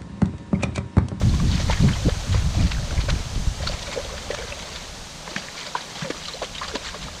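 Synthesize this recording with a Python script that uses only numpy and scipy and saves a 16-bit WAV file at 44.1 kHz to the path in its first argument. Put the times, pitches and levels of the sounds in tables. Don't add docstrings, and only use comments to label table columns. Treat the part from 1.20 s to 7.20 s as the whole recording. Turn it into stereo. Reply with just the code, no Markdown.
import sys
import numpy as np
from scipy import signal
from scipy.fft import rfft, irfft, next_fast_len
from scipy.io import wavfile
from scipy.ndimage import map_coordinates

SR = 44100
rng = np.random.default_rng(int(sys.argv[2]) if len(sys.argv) > 2 else 0)


def transcribe(signal):
    frames = np.atleast_2d(signal).T
    limited = np.clip(frames, -1, 1)
    pcm = np.round(limited * 32767).astype(np.int16)
    wavfile.write(sys.argv[1], SR, pcm)


N = 264600


def amp(db):
    return 10 ** (np.asarray(db) / 20)


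def unit(x):
    return x / np.sqrt(np.mean(x ** 2) + 1e-20)


def along(points, hz):
    f, v = np.transpose(points)
    return np.interp(np.log(hz + 1), np.log(f + 1), v)


def curves(rows):
    s, *cols = np.transpose(rows)
    return [np.interp(np.arange(N) / SR, s, c) for c in cols]


def wobble(rate_per_s):
    knots = rng.standard_normal(int(N * rate_per_s / SR) + 4)
    return map_coordinates(knots, [np.arange(N) * rate_per_s / SR])


def filtered(x, response):
    m = next_fast_len(N + SR // 4)
    return irfft(rfft(x, m) * response(np.fft.rfftfreq(m, 1 / SR)), m)[..., :N]


def coloured(x, spectrum):
    return unit(filtered(x, lambda hz: amp(along(spectrum, hz))))


def add(track, s, sound):
    part = track[max(round(s * SR), 0):][:len(sound)]
    part += sound[:len(part)]


def bubble(t, hz, life, glide, onset):
    pitch = hz * 2 ** (glide * (np.tanh(t / life / 2) - .5))
    swell = np.exp(-t / life) * (1 - np.exp(-(t / life / onset) ** 2))
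    swell = swell / swell.max(axis=-1, keepdims=True)
    return swell * np.sin(2 * np.pi * np.cumsum(pitch, axis=-1) / SR)


def froth(spectrum, rate, centre_hz, cycles, spread_db):
    draws = rng.random((int(rate * N / SR), 4))
    start, tone, age, size = draws.T[:, :, None]
    hz = centre_hz * 2 ** (2 * tone - 1)
    steps = np.arange(int(8 * cycles / centre_hz * SR))
    strength = amp(spread_db * np.minimum(-np.log(size + 1e-9), 4))
    rings = strength * bubble(steps / SR, hz, cycles * (.5 + age) / hz, glide=0.083, onset=0.035)
    places = (start * N).astype(int) + steps
    return coloured(np.bincount(places.ravel(), rings.ravel(), N)[:N], spectrum)


def foam(t, hz, octaves, life):
    bell = np.exp(-(np.log2((np.fft.rfftfreq(len(t), 1 / SR) + 1) / hz) / octaves) ** 2)
    shape = np.exp(-t / life) * (1 - np.exp(-t / 0.0005))
    burst = shape * irfft(rfft(rng.standard_normal(len(t))) * bell, len(t))
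    return unit(burst) * np.sqrt(np.mean(shape ** 2))


# t/s, peak level/dB, f/Hz, nominal life/s (scaled in plops)
PLOPS = [(.015, -18.5, 590, 0.0022), (0.199, -26.5, 1110, 0.0043), (.399, -24.5, 556, 0.004),
         (0.498, -17, 560, 0.0023), (.498, -18.5, 918, 0.0067), (.884, -17.5, 512, 0.0051),
         (1.145, -23, 514, 0.0046), (1.145, -20.5, 1040, 0.0017), (1.347, -27.5, 714, 0.0051),
         (1.706, -35, 533, 0.0049), (1.884, -22.5, 587, 0.0077), (2.403, -28.5, 543, 0.0078),
         (2.435, -24.5, 590, 0.004), (2.473, -19, 1370, 0.0033), (2.496, -24.5, 565, 0.0046),
         (2.761, -25, 586, 0.0076), (2.773, -17, 504, 0.009), (2.849, -30, 535, 0.0079),
         (2.891, -30.5, 1060, 0.013), (2.94, -28.5, 580, 0.0037), (3.103, -16.5, 520, 0.0048),
         (4.077, -28, 970, 0.0038), (4.161, -23.5, 203, 0.0097), (4.163, -17.5, 1635, 0.0024),
         (4.551, -13, 900, 0.0039), (4.552, -21, 1520, 0.0038), (4.581, -30, 1570, 0.0057),
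         (4.822, -22.5, 168, 0.012), (4.848, -28, 190, .011), (4.901, -21, 487, 0.0057),
         (4.901, -20.5, 278, 0.0068), (5.217, -21, 670, 0.006), (5.225, -22, 472, 0.0072),
         (4.946, -34, 1180, 0.0033), (5.082, -30, 1190, 0.01), (5.413, -24, 1014, 0.0073),
         (5.414, -23.5, 1157, 0.0098), (5.43, -34, 630, 0.0045), (5.448, -28.5, 1115, 0.0051),
         (5.539, -25.5, 420, 0.0099), (5.552, -24, 275, 0.0074), (5.554, -24, 557, 0.013),
         (5.557, -23.5, 956, 0.0043), (5.553, -25, 1530, 0.0029), (5.742, -29, 1140, 0.0045),
         (5.755, -43, 526, 0.0026), (5.882, -32, 1210, .005)]
PLOP_LIFE_SCALE, PLOP_LIFE_MIN_S = .75, .001
FOAM_DB, FOAM_OCTAVES, FOAM_LIFE_RATIO = -15.5, 0.74, 2.2


def plops():
    out, t = np.zeros(N), np.arange(SR // 6) / SR
    for s, db, hz, nominal_life in PLOPS:
        life = max(nominal_life * PLOP_LIFE_SCALE, PLOP_LIFE_MIN_S)
        torn_walls = np.interp(t * 350, np.arange(64), rng.standard_normal(64))
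        unsteady_hz = hz * 2 ** (0.091 * torn_walls)
        cavity = bubble(t, unsteady_hz, life, glide=-0.1, onset=min(.95, 0.0034 / life))
        add(out, s - .001, amp(db) * cavity)
        add(out, s, amp(db + FOAM_DB) * foam(t, hz * 0.79, FOAM_OCTAVES, FOAM_LIFE_RATIO * life))
        shove = bubble(t, hz * .5, life, glide=-0.034, onset=1.0)
        add(out, s, amp(db - 19.0) * shove)
        for delay, tone in rng.random((3, 2)):
            shed_hz = hz * 2 ** (0.23 + 0.72 * tone)
            shed = bubble(t, shed_hz, life * 0.47, glide=0.17, onset=0.32)
            add(out, s + 3 * life * delay, amp(db - 18.0) * shed)
    return out


TRAIL_MAX_S, TRAIL_DB, TRAIL_SPREAD_OCT = 0.081, -18, 0.454


def trails():
    out, t = np.zeros(N), np.arange(SR // 10) / SR
    for s, db, hz, _ in PLOPS:
        for delay, tone in rng.random(size=(4, 2)):
            pitch = hz * 2 ** (TRAIL_SPREAD_OCT * (2 * tone - 1))
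            ring = bubble(t, pitch, life=4.5 / pitch, glide=0.16, onset=0.16)
            add(out, s + TRAIL_MAX_S * delay, amp(db + TRAIL_DB - 10 * delay) * ring)
    return out


# t/s, level/dB, first f/Hz, last f/Hz, length/s
GLUGS = [(0.487, -26, 476, 690, 0.017), (.88, -28, 388, 926, 0.029), (2.777, -28.5, 500, 613, 0.041),
         (2.917, -34, 502, 607, 0.046), (3.107, -28, 520, 372, 0.021), (3.129, -24, 492, 674, 0.023),
         (3.186, -31, 385, 620, 0.041), (3.232, -31, 550, 395, 0.027), (3.308, -36, 625, 500, .05),
         (4.089, -36, 587, 660, 0.034), (4.749, -35.5, 727, 960, 0.039), (4.841, -29.5, 593, 471, 0.057),
         (5.14, -31, 490, 740, .04), (5.227, -27.5, 638, 368, 0.03), (5.494, -40, 597, 416, 0.078)]
GLUG_WAVER_OCT, GLUG_ROUGH = .1, .45


def glugs():
    out, t = np.zeros(N), np.arange(SR // 8) / SR
    for s, db, start_hz, end_hz, length in GLUGS:
        age = np.minimum(t / length, 1)
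        waver, gargle = [np.interp(t * 300, np.arange(64), knots) for knots in rng.standard_normal((2, 64))]
        pitch = start_hz * (end_hz / start_hz) ** age * 2 ** (GLUG_WAVER_OCT * waver)
        shape = (1 - np.exp(-t / 0.0025)) * np.sqrt(1 - age) * (1 + GLUG_ROUGH * gargle)
        add(out, s, amp(db) * shape * np.sin(2 * np.pi * np.cumsum(pitch) / SR))
    return out


# t/s, nominal slap level/dB, nominal spray level/dB, nominal length/s
SPLASHES = [(0.016, -34.5, -44, 0.013), (0.194, -35, -46, 0.0083), (0.348, -39, -41, 0.0066),
            (0.397, -37, -39, 0.0076), (0.493, -31, -46, 0.0089), (0.506, -32, -32, 0.0086),
            (0.521, -29, -35, 0.0092), (0.684, -27, -39, 0.0088), (0.722, -34, -40, 0.0057),
            (0.754, -33, -50, 0.0091), (0.886, -33.5, -40, 0.014), (1.125, -36, -31.5, 0.0045),
            (1.147, -34, -39, 0.0054), (1.169, -35, -45, 0.01), (1.515, -27.5, -30.5, 0.0055),
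            (1.706, -39, -43, 0.0093), (1.775, -33.5, -53, 0.011), (1.802, -37, -42, 0.016),
            (1.886, -28, -41, 0.011), (1.899, -28, -28.5, 0.0073), (2.152, -56, -39, 0.0057),
            (2.467, -44, -38, 0.0066), (2.472, -37, -32, 0.0051), (2.51, -51, -41, 0.011),
            (2.592, -52, -38.5, 0.008), (2.625, -53, -35.5, 0.006), (2.724, -32, -37, 0.014),
            (2.847, -52, -34.5, 0.0036), (2.978, -33.5, -40, 0.0068), (3.11, -34, -33.5, 0.0049),
            (3.144, -30, -31.5, 0.0035), (3.183, -34, -44, 0.0094), (3.269, -47, -43, 0.015),
            (3.422, -50, -39, 0.0054), (3.553, -40, -42.5, 0.02), (4.16, -36, -31.5, 0.0035),
            (4.177, -46, -35, 0.0074), (4.552, -40, -40, 0.0043), (4.563, -48, -40, 0.009),
            (4.753, -42, -39, 0.012), (4.79, -47, -36, 0.0029), (4.815, -35, -43, 0.0091),
            (4.84, -35, -52, 0.017), (4.902, -30.5, -35.5, 0.01), (5.052, -53, -34, 0.0035),
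            (5.079, -42, -33, 0.003), (5.223, -37.5, -38.5, 0.03), (5.346, -46, -40.5, 0.014),
            (5.379, -38, -37, 0.004), (5.424, -35, -41.5, 0.031), (5.483, -38, -38, 0.0048),
            (5.549, -32, -33.5, 0.008), (5.689, -31.5, -41, 0.0046), (5.816, -42, -41.5, 0.025)]
# f/Hz, relative density/dB
SLOSH = [(400, -52), (950, 0.5), (1700, 5.5), (2400, 7), (4000, -28), (9000, -55)]
# f/Hz, relative density/dB
SPRAY = [(1200, -14), (2400, -6.5), (3200, 1.5), (3800, 2), (4500, 2), (5600, 2), (7500, -1), (10500, -3),
         (12500, -20), (15000, -38)]
SLAP_GAIN_DB, SPRAY_GAIN_DB = -0.5, 5.5
RAGGED_DB, RAGGED_PER_S = 0.5, 260
LEAD_IN_S, LEAD_IN_DB = 0.0035, -7.5


def splashes():
    slap = froth(SLOSH, rate=1500, centre_hz=1472, cycles=3.2, spread_db=-1.5)
    spray = froth(SPRAY, rate=1700, centre_hz=3860, cycles=3.8, spread_db=1.5)
    lumps = amp(RAGGED_DB * wobble(RAGGED_PER_S))
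    out, steps = np.zeros(N), np.arange(-SR // 20, SR // 4)
    t = steps / SR
    after = np.maximum(t, 0)
    for s, slap_db, spray_db, length in SPLASHES:
        burst = np.exp(-(after / max(length * 1.25, .003)) ** 4)
        tail = amp(-3.5) * (1 - burst) * np.exp(-after / 0.0098)
        shape = (1 - np.exp(-(after / 0.0042) ** 2)) * (burst + tail)
        shape = shape + amp(LEAD_IN_DB) * np.exp(-np.abs(t) / LEAD_IN_S)
        for db, swarm in (slap_db + SLAP_GAIN_DB, slap), (spray_db + SPRAY_GAIN_DB, spray):
            cloud = shape * (lumps * swarm).take(round(s * SR) + steps, mode="wrap")
            cloud = amp(db) * unit(cloud) * np.sqrt(np.mean(shape ** 2))
            add(out, s - .001 + t[0], cloud[s - .001 + t >= 0])
    return out


# t/s, nominal level/dB, middle f/Hz, life/s
SMACKS = [(.315, -20, 4200, .002), (.513, -23, 3200, .005), (.531, -24.5, 2200, 0.0089),
          (1.145, -27, 990, .003), (1.348, -27, 885, 0.0024), (1.517, -19, 2280, 0.0034),
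          (1.81, -28, 3580, .005), (2.490, -18, 4300, .003), (2.626, -23, 4770, 0.0035),
          (3.323, -26.5, 2600, .004), (3.560, -22, 3400, 0.0023), (4.077, -24.5, 1510, .003),
          (4.163, -17, 1960, .0035), (4.285, -27, 1900, 0.004), (4.902, -26, 1900, 0.0056),
          (5.083, -19.5, 4500, 0.0034), (5.219, -28, 1040, 0.015), (5.431, -27, 1900, .003),
          (5.554, -20.5, 3800, 0.0055), (5.567, -23, 3600, .003)]
SMACK_GAIN_DB, SMACK_OCTAVES = -1.5, 0.49


def smacks():
    out, t = np.zeros(N), np.arange(SR // 10) / SR
    for s, db, hz, life in SMACKS:
        add(out, s, amp(db + SMACK_GAIN_DB) * foam(t, hz, octaves=SMACK_OCTAVES, life=life))
    return out


SPIT_DB, SPIT_HZ, SPIT_RANGE_OCT = 1, 2320, 2.62


def spits():
    out, t = np.zeros(N), np.arange(SR // 100) / SR
    for s, slap_db, spray_db, length in SPLASHES:
        for wait, tone, size in rng.random(size=(4, 3)):
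            pitch = SPIT_HZ * 2 ** (SPIT_RANGE_OCT * (tone - .5))
            db = slap_db + (spray_db - slap_db) * tone + SPIT_DB + 6 * (size - .5)
            tick = bubble(t, pitch, life=2.4 / pitch, glide=0.13, onset=0.17)
            add(out, s + 0.001985 + 1.5 * length * wait ** 2, amp(db) * tick)
    return out


TRICKLE_MAX_S, TRICKLE_HZ = .16, 2940
TRICKLE_DB, TRICKLE_FADE_DB = 0.5, -10.5


def trickle():
    out, t = np.zeros(N), np.arange(SR // 80) / SR
    for s, slap_db, spray_db, length in SPLASHES:
        for wait, tone, size in rng.random(size=(14, 3)):
            pitch = TRICKLE_HZ * 2 ** (1.93 * (tone - .5))
            db = (slap_db + spray_db) / 2 + TRICKLE_DB + TRICKLE_FADE_DB * wait + 8 * (size - .5)
            tick = bubble(t, pitch, life=3.2 / pitch, glide=0.26, onset=0.49)
            add(out, s + length + TRICKLE_MAX_S * wait ** 1.3, amp(db) * tick)
    return out


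# t/s, nominal peak level/dB, f/Hz
DRIPS = [(.093, -31, 4180), (.139, -31, 1070), (.574, -30.5, 1850), (.624, -31, 4300), (0.733, -26, 3180),
         (1.708, -29.5, 1540), (1.814, -31, 4400), (2.474, -19, 4440), (2.519, -34, 3140),
         (2.668, -32, 2270), (3.110, -27.5, 1960), (3.322, -25, 2620), (4.811, -35, 1170),
         (4.820, -29, 1610), (5.058, -30, 4100), (5.135, -28.5, 4180), (5.248, -27.5, 3210),
         (5.351, -29, 3120), (5.361, -30, 3130), (5.382, -26.5, 3750), (5.514, -34, 1590)]
DRIP_GAIN_DB = 1.5


def drips():
    out, t = np.zeros(N), np.arange(SR // 20) / SR
    for s, db, hz in DRIPS:
        add(out, s, amp(db + DRIP_GAIN_DB) * bubble(t, hz, life=0.0036, glide=0.17, onset=0.29))
        for delay, tone in rng.random((6, 2)):
            tiny_hz = hz * 2 ** (0.64 * (tone - .5))
            tiny = bubble(t, tiny_hz, life=0.00055, glide=0.052, onset=0.36)
            add(out, s + 0.014 * delay ** 2, amp(db - 6.0 - 3.8 * delay) * tiny)
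    return out


# t/s at its fastest, nominal level/dB, length/s,
# depth/dB (more gurgle, less fizz)
SWEEPS = [(.11, -42.5, 0.09, -9), (.35, -35, 0.11, -4), (.55, -38.5, 0.089, 0), (.8, -45.5, 0.29, 9),
          (1.12, -42.5, 0.24, 4), (1.41, -36.5, 0.089, 2), (1.73, -46.5, 0.15, 12), (1.98, -41.5, 0.069, 2),
          (2.48, -39, 0.12, 6.5), (2.71, -37.5, 0.14, 7.5), (2.92, -45.5, 0.1, 7), (3.19, -41, 0.37, 5.5),
          (3.4, -43.5, 0.13, 0), (3.58, -43, 0.12, 3), (4.12, -41, 0.12, 7), (4.21, -42, 0.093, -12),
          (4.385, -36.5, 0.067, -2), (4.47, -35.5, 0.026, 2), (4.6, -38.5, 0.054, 5.5),
          (4.82, -37.5, 0.076, -3), (5.06, -42, 0.14, -25), (5.39, -44, 0.049, -25), (5.49, -39, 0.06, 1),
          (5.66, -35, 0.048, -6), (5.75, -40, 0.024, 9), (5.87, -44.5, 0.046, 11)]
SWEEP_RISE, SWEEP_FALL = 0.54, 1.07
SETTLE_S, SETTLE_DB = 1, -10.5
GURGLE_DB, FIZZ_DB, FIZZ_PER_DEPTH = -8, -1, -0.15


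def churn():
    now, power = np.arange(0, N, 64) / SR, 0
    for s, db, length, depth_db in SWEEPS:
        before, after = np.maximum(s - now, 0), np.maximum(now - s, 0)
        rise = np.exp(-(before / (SWEEP_RISE * length)) ** 2 / 2)
        fall = np.exp(-(after / (SWEEP_FALL * length)) ** 2)
        lapping = amp(SETTLE_DB) * np.exp(-after / SETTLE_S)
        shape = rise * np.hypot(fall, lapping)
        sizes = amp(db + np.array([GURGLE_DB + depth_db, 0, FIZZ_DB + FIZZ_PER_DEPTH * depth_db]))
        power = power + np.outer(shape, sizes) ** 2
    return curves(np.column_stack([now, 10 * np.log10(power + 1e-12)]))


# f/Hz, relative density/dB
GURGLE = [(200, 2), (380, -13), (540, 0), (750, -4), (1100, -5), (2500, -57)]
# f/Hz, relative density/dB
FIZZ = [(1200, 1), (2400, -9), (3200, -2), (3800, 0), (4500, 1.5), (5600, 0.5), (7500, -0.5), (10500, -30),
        (12500, -18), (15000, -36)]
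CLUMP_DB, CLUMP_PER_S = 1.77, 55
PATTER_DB = -11.5


def wash():
    gurgle_db, slosh_db, fizz_db = np.array(churn()) + CLUMP_DB * wobble(CLUMP_PER_S)
    gurgle = amp(gurgle_db - 0.5) * froth(GURGLE, rate=700, centre_hz=664.0, cycles=3.8, spread_db=4.5)
    slosh = amp(slosh_db - 5) * froth(SLOSH, rate=1400, centre_hz=1563, cycles=8.4, spread_db=3.5)
    fizz = amp(fizz_db) * froth(FIZZ, rate=1300, centre_hz=4190, cycles=6.3, spread_db=2.5)
    patter_swarm = froth(SPRAY, rate=130, centre_hz=3200, cycles=2.2, spread_db=3.5)
    return gurgle + slosh + fizz + amp(slosh_db + PATTER_DB) * patter_swarm


# t/s, sideways shake level/dB, lurch level/dB
KNOCKS = [(1.156, -8, -13.5), (1.216, -15, -20), (1.73, -2.5, -16), (1.769, -10, -12), (1.79, -6, -19),
          (1.839, -4, -18), (1.889, -6, -15), (1.938, -4.5, -16), (1.959, -7.5, -15), (2.003, -9, -15.5),
          (2.159, -6, -12.5), (2.177, -5, -19), (2.273, -11, -12), (2.398, -12, -20), (2.465, -9, -21),
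          (2.498, -8, -18), (2.539, -11, -18), (3.226, -22, -29), (3.323, -25, -43), (3.66, -20, -31),
          (3.815, -21, -35), (4.719, -15, -44), (4.768, -19, -44), (5.356, -22, -42), (5.63, -22, -46),
          (5.831, -30, -48)]
KNOCK_HZ, KNOCK_SPREAD_OCT = 138.6, 0.15
GRIP_DB, GRIP_SPREAD_DB, GRIP_LURCH_DB = -26, 5, -60


def handling():
    shake, lurch, t = np.zeros(N), np.zeros(N), np.arange(SR // 8) / SR
    grip = [(when * N / SR, GRIP_DB + GRIP_SPREAD_DB * (2 * force - 1), GRIP_LURCH_DB)
            for when, force in rng.random(size=(30, 2))]
    for s, shake_db, lurch_db in grip + list(KNOCKS):
        hz = KNOCK_HZ * 2 ** (KNOCK_SPREAD_OCT * rng.standard_normal())
        add(shake, s - .002, amp(shake_db) * bubble(t, hz, life=0.0052, glide=-0.32, onset=0.53))
        add(lurch, s - .002, amp(lurch_db) * bubble(t, hz * 0.43, life=0.0065, glide=-0.6, onset=0.83))
        housing_tap = bubble(t, hz * 2.34, life=0.0022, glide=-0.29, onset=0.33)
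        add(lurch, s, amp(shake_db - 21.5) * housing_tap)
    return np.array([lurch + shake, lurch - shake])


# t/s, peak level/dB, f/Hz
JOLTS = [(.17, -25, 36), (.87, -22, 42), (1.775, -20, 44), (1.885, -19, 35), (2.159, -19, 40.5),
         (5.43, -39, 36)]
JOLT_LIFE_S = 0.028


def jolts():
    out, t = np.zeros(N), np.arange(SR // 4) / SR
    for s, db, hz in JOLTS:
        add(out, s, amp(db) * bubble(t, hz, life=JOLT_LIFE_S, glide=-.3, onset=0.56))
    return out


# t/s, nominal strength/dB
STEADY_WIND = [(0.0, -27), (0.53, -25), (1.03, -28.5), (1.42, -27), (1.6, -32), (2.31, -35.5), (2.72, -37),
               (3.11, -38.5), (4.55, -56), (5.06, -44.5), (6.0, -42)]
# t/s at the peak, nominal rumble/dB, nominal flutter/dB, 1/e half length/s, left-right/dB
GUSTS = [(0.062, -16.5, -22, 0.035, 2), (0.136, -20, -24, 0.037, -13), (0.244, -18, -23, 0.038, -1.5),
         (0.348, -20, -29.5, 0.08, -5.5), (0.472, -23.5, -30.5, 0.065, -10),
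         (0.646, -19.5, -18.5, 0.028, 13.5), (0.703, -19.5, -26.5, 0.018, 16), (0.867, -14, -18, 0.013, 12),
         (1.112, -28.5, -31, 0.036, 2), (1.261, -19, -38.5, 0.041, 0), (1.391, -20, -25, 0.027, 20),
         (1.44, -16, -24.5, 0.028, 11), (1.585, -20, -36.5, 0.05, 4.5), (1.786, -16, -32, 0.011, -14),
         (1.918, -22, -34, 0.031, -23), (2.065, -24.5, -51, 0.0096, -5), (2.179, -23.5, -38, 0.039, -13),
         (2.28, -20, -47, 0.011, -11), (2.318, -26, -53, 0.012, -11), (2.426, -26, -50, 0.023, -11),
         (2.484, -23.5, -41, 0.023, -7), (3.765, -41, -46, 0.17, -8), (5.836, -42, -37.5, 0.034, 9)]
WIND_DB, WIND_FLUTTER_DB, WIND_LEAN_DB = 2, -16, -4
BUFFET_DB, BUFFET_PER_S = 1.5, 20
RUSTLE_DB = -57.5


def airflow():
    now = np.arange(0, N, 64) / SR
    buffet_db = BUFFET_DB * np.interp(now * SR, np.arange(N), wobble(BUFFET_PER_S))
    steady_db = np.interp(now, *np.transpose(STEADY_WIND)) + WIND_DB
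    rumble = amp(steady_db + buffet_db) ** 2
    flutter = rumble * amp(WIND_FLUTTER_DB) ** 2 + amp(RUSTLE_DB) ** 2
    lean = WIND_LEAN_DB * (rumble + flutter)
    for s, rumble_db, flutter_db, length, lean_db in GUSTS:
        bell = np.exp(-((now - s) / length) ** 2)
        low, high = np.outer(amp([rumble_db, flutter_db]) ** 2, bell)
        rumble, flutter, lean = rumble + low, flutter + high, lean + lean_db * (low + high)
    lean_db = lean / (rumble + flutter)
    return curves(np.column_stack([now, 10 * np.log10(rumble), 10 * np.log10(flutter), lean_db]))


def eddies(spectrum):
    lumps = amp(1.2 * np.array([wobble(30), wobble(30)]))
    return coloured(lumps * rng.standard_normal((2, N)), spectrum)


# f/Hz, relative density/dB
RUMBLE = [(12, -8), (30, -9.5), (60, -5.5), (100, -5), (150, -14), (300, -42), (900, -85)]
# f/Hz, relative density/dB
SWAY = [(10, -14), (28, -5), (55, -5), (90, -10), (150, -23), (400, -77)]
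# f/Hz, relative density/dB
FLUTTER = [(60, -49), (100, -3), (145, 4.5), (190, 0.5), (260, -8), (400, -26.5), (800, -80), (2500, -82)]
# f/Hz, relative density/dB
TEARING = [(150, -48), (280, 9), (380, 0.5), (520, -8), (1000, -25), (3000, -70)]


def wind():
    rumble_db, flutter_db, lean_db = airflow()
    brisk = np.clip((rumble_db + 39.0) / 20, 0, 1)
    low = np.sqrt(brisk) * eddies(RUMBLE) + np.sqrt(1 - brisk) * eddies(SWAY)
    rumble = amp(rumble_db + 2.5) * low
    flutter = amp(flutter_db + 4.5) * eddies(FLUTTER)
    tearing = amp(2 * flutter_db + 14.0) * eddies(TEARING)
    lean = amp(np.array([lean_db, -lean_db]) / 2)
    pressure = (rumble + flutter + tearing) * lean / np.sqrt(np.mean(lean ** 2, axis=0))
    return .8 * np.tanh(pressure / .8)


# f/Hz, t60/s
BANKS = [(200, 0.025), (1500, 0.11), (9000, 0.11)]


def banks(x):
    hz, t, z = signal.stft(rng.standard_normal((2, SR // 3)), SR, nperseg=256)
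    decay = amp(-60 * t / along(BANKS, hz)[:, None])
    tail = signal.istft(z * decay, SR, nperseg=256)[1]
    late = np.pad(x, (300, 0))[None]
    return signal.fftconvolve(late, tail / np.linalg.norm(tail[0]), axes=1)[:, :N]


# f/Hz, correlation
ALIKE = [(150, 0.24), (500, 0.32), (2000, 0.031), (4100, 0.68), (4700, 0.34), (5200, 0.23), (9000, 0.31),
         (13000, 0.21)]


def diffuse(spectrum):
    def mid_side(hz):
        turn = np.arccos(np.clip(along(ALIKE, hz), -1, 1)) / 2
        return amp(along(spectrum, hz)) * [np.cos(turn), np.sin(turn)]

    mid, side = filtered(rng.standard_normal((2, N)), mid_side)
    return unit(np.array([mid + side, mid - side]))


# t/s, hiss level/dB
BREEZE = [(0, -36), (.6, -33), (1.5, -35), (2.3, -35), (3.8, -37), (4.7, -37), (6, -38)]
# f/Hz, relative density/dB
REEDS = [(60, -38), (160, 10), (330, -3), (600, 1.5), (1200, -1.5), (2200, -5), (4500, -3.5), (5300, -3),
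         (6300, -1.8), (7800, -9.5), (9600, -14.5), (11200, -28), (12200, -21.5), (14000, -26),
         (15000, -42)]


def reeds():
    return amp(curves(BREEZE)[0]) * diffuse(REEDS)


def scene():
    steps = plops() + trails() + glugs() + splashes() + smacks() + spits() + trickle() + drips()
    wake = wash()
    echo = banks(amp(-13.0) * steps + amp(-9.0) * wake)
    return steps + wake + echo + reeds() + wind() + handling() + jolts()


# f/Hz, left-right/dB
TILT = [(200, 1.5), (500, 0), (1200, -2), (3000, -2.5), (5200, 2), (6500, -5), (8300, -6.5), (10500, -3),
        (14000, 1)]
# f/Hz, left lead/rad
LEAD = [(200, 0.13), (3000, 0), (4100, -0.04), (4700, -.42), (5050, -2), (5700, -1.5), (8000, -2),
        (10500, -1.5), (11800, 1)]
LOW_HZ, TOP_HZ = 8, 14900


def record(dry):
    sides = np.array([[.5], [-.5]])
    ports = filtered(dry, lambda hz: amp(sides * along(TILT, hz)) * np.exp(1j * sides * along(LEAD, hz)))
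    return filtered(ports, lambda hz: (hz < TOP_HZ) * hz ** 2 / (hz ** 2 + LOW_HZ ** 2))


dry = scene()
out = record(dry)
transcribe(out)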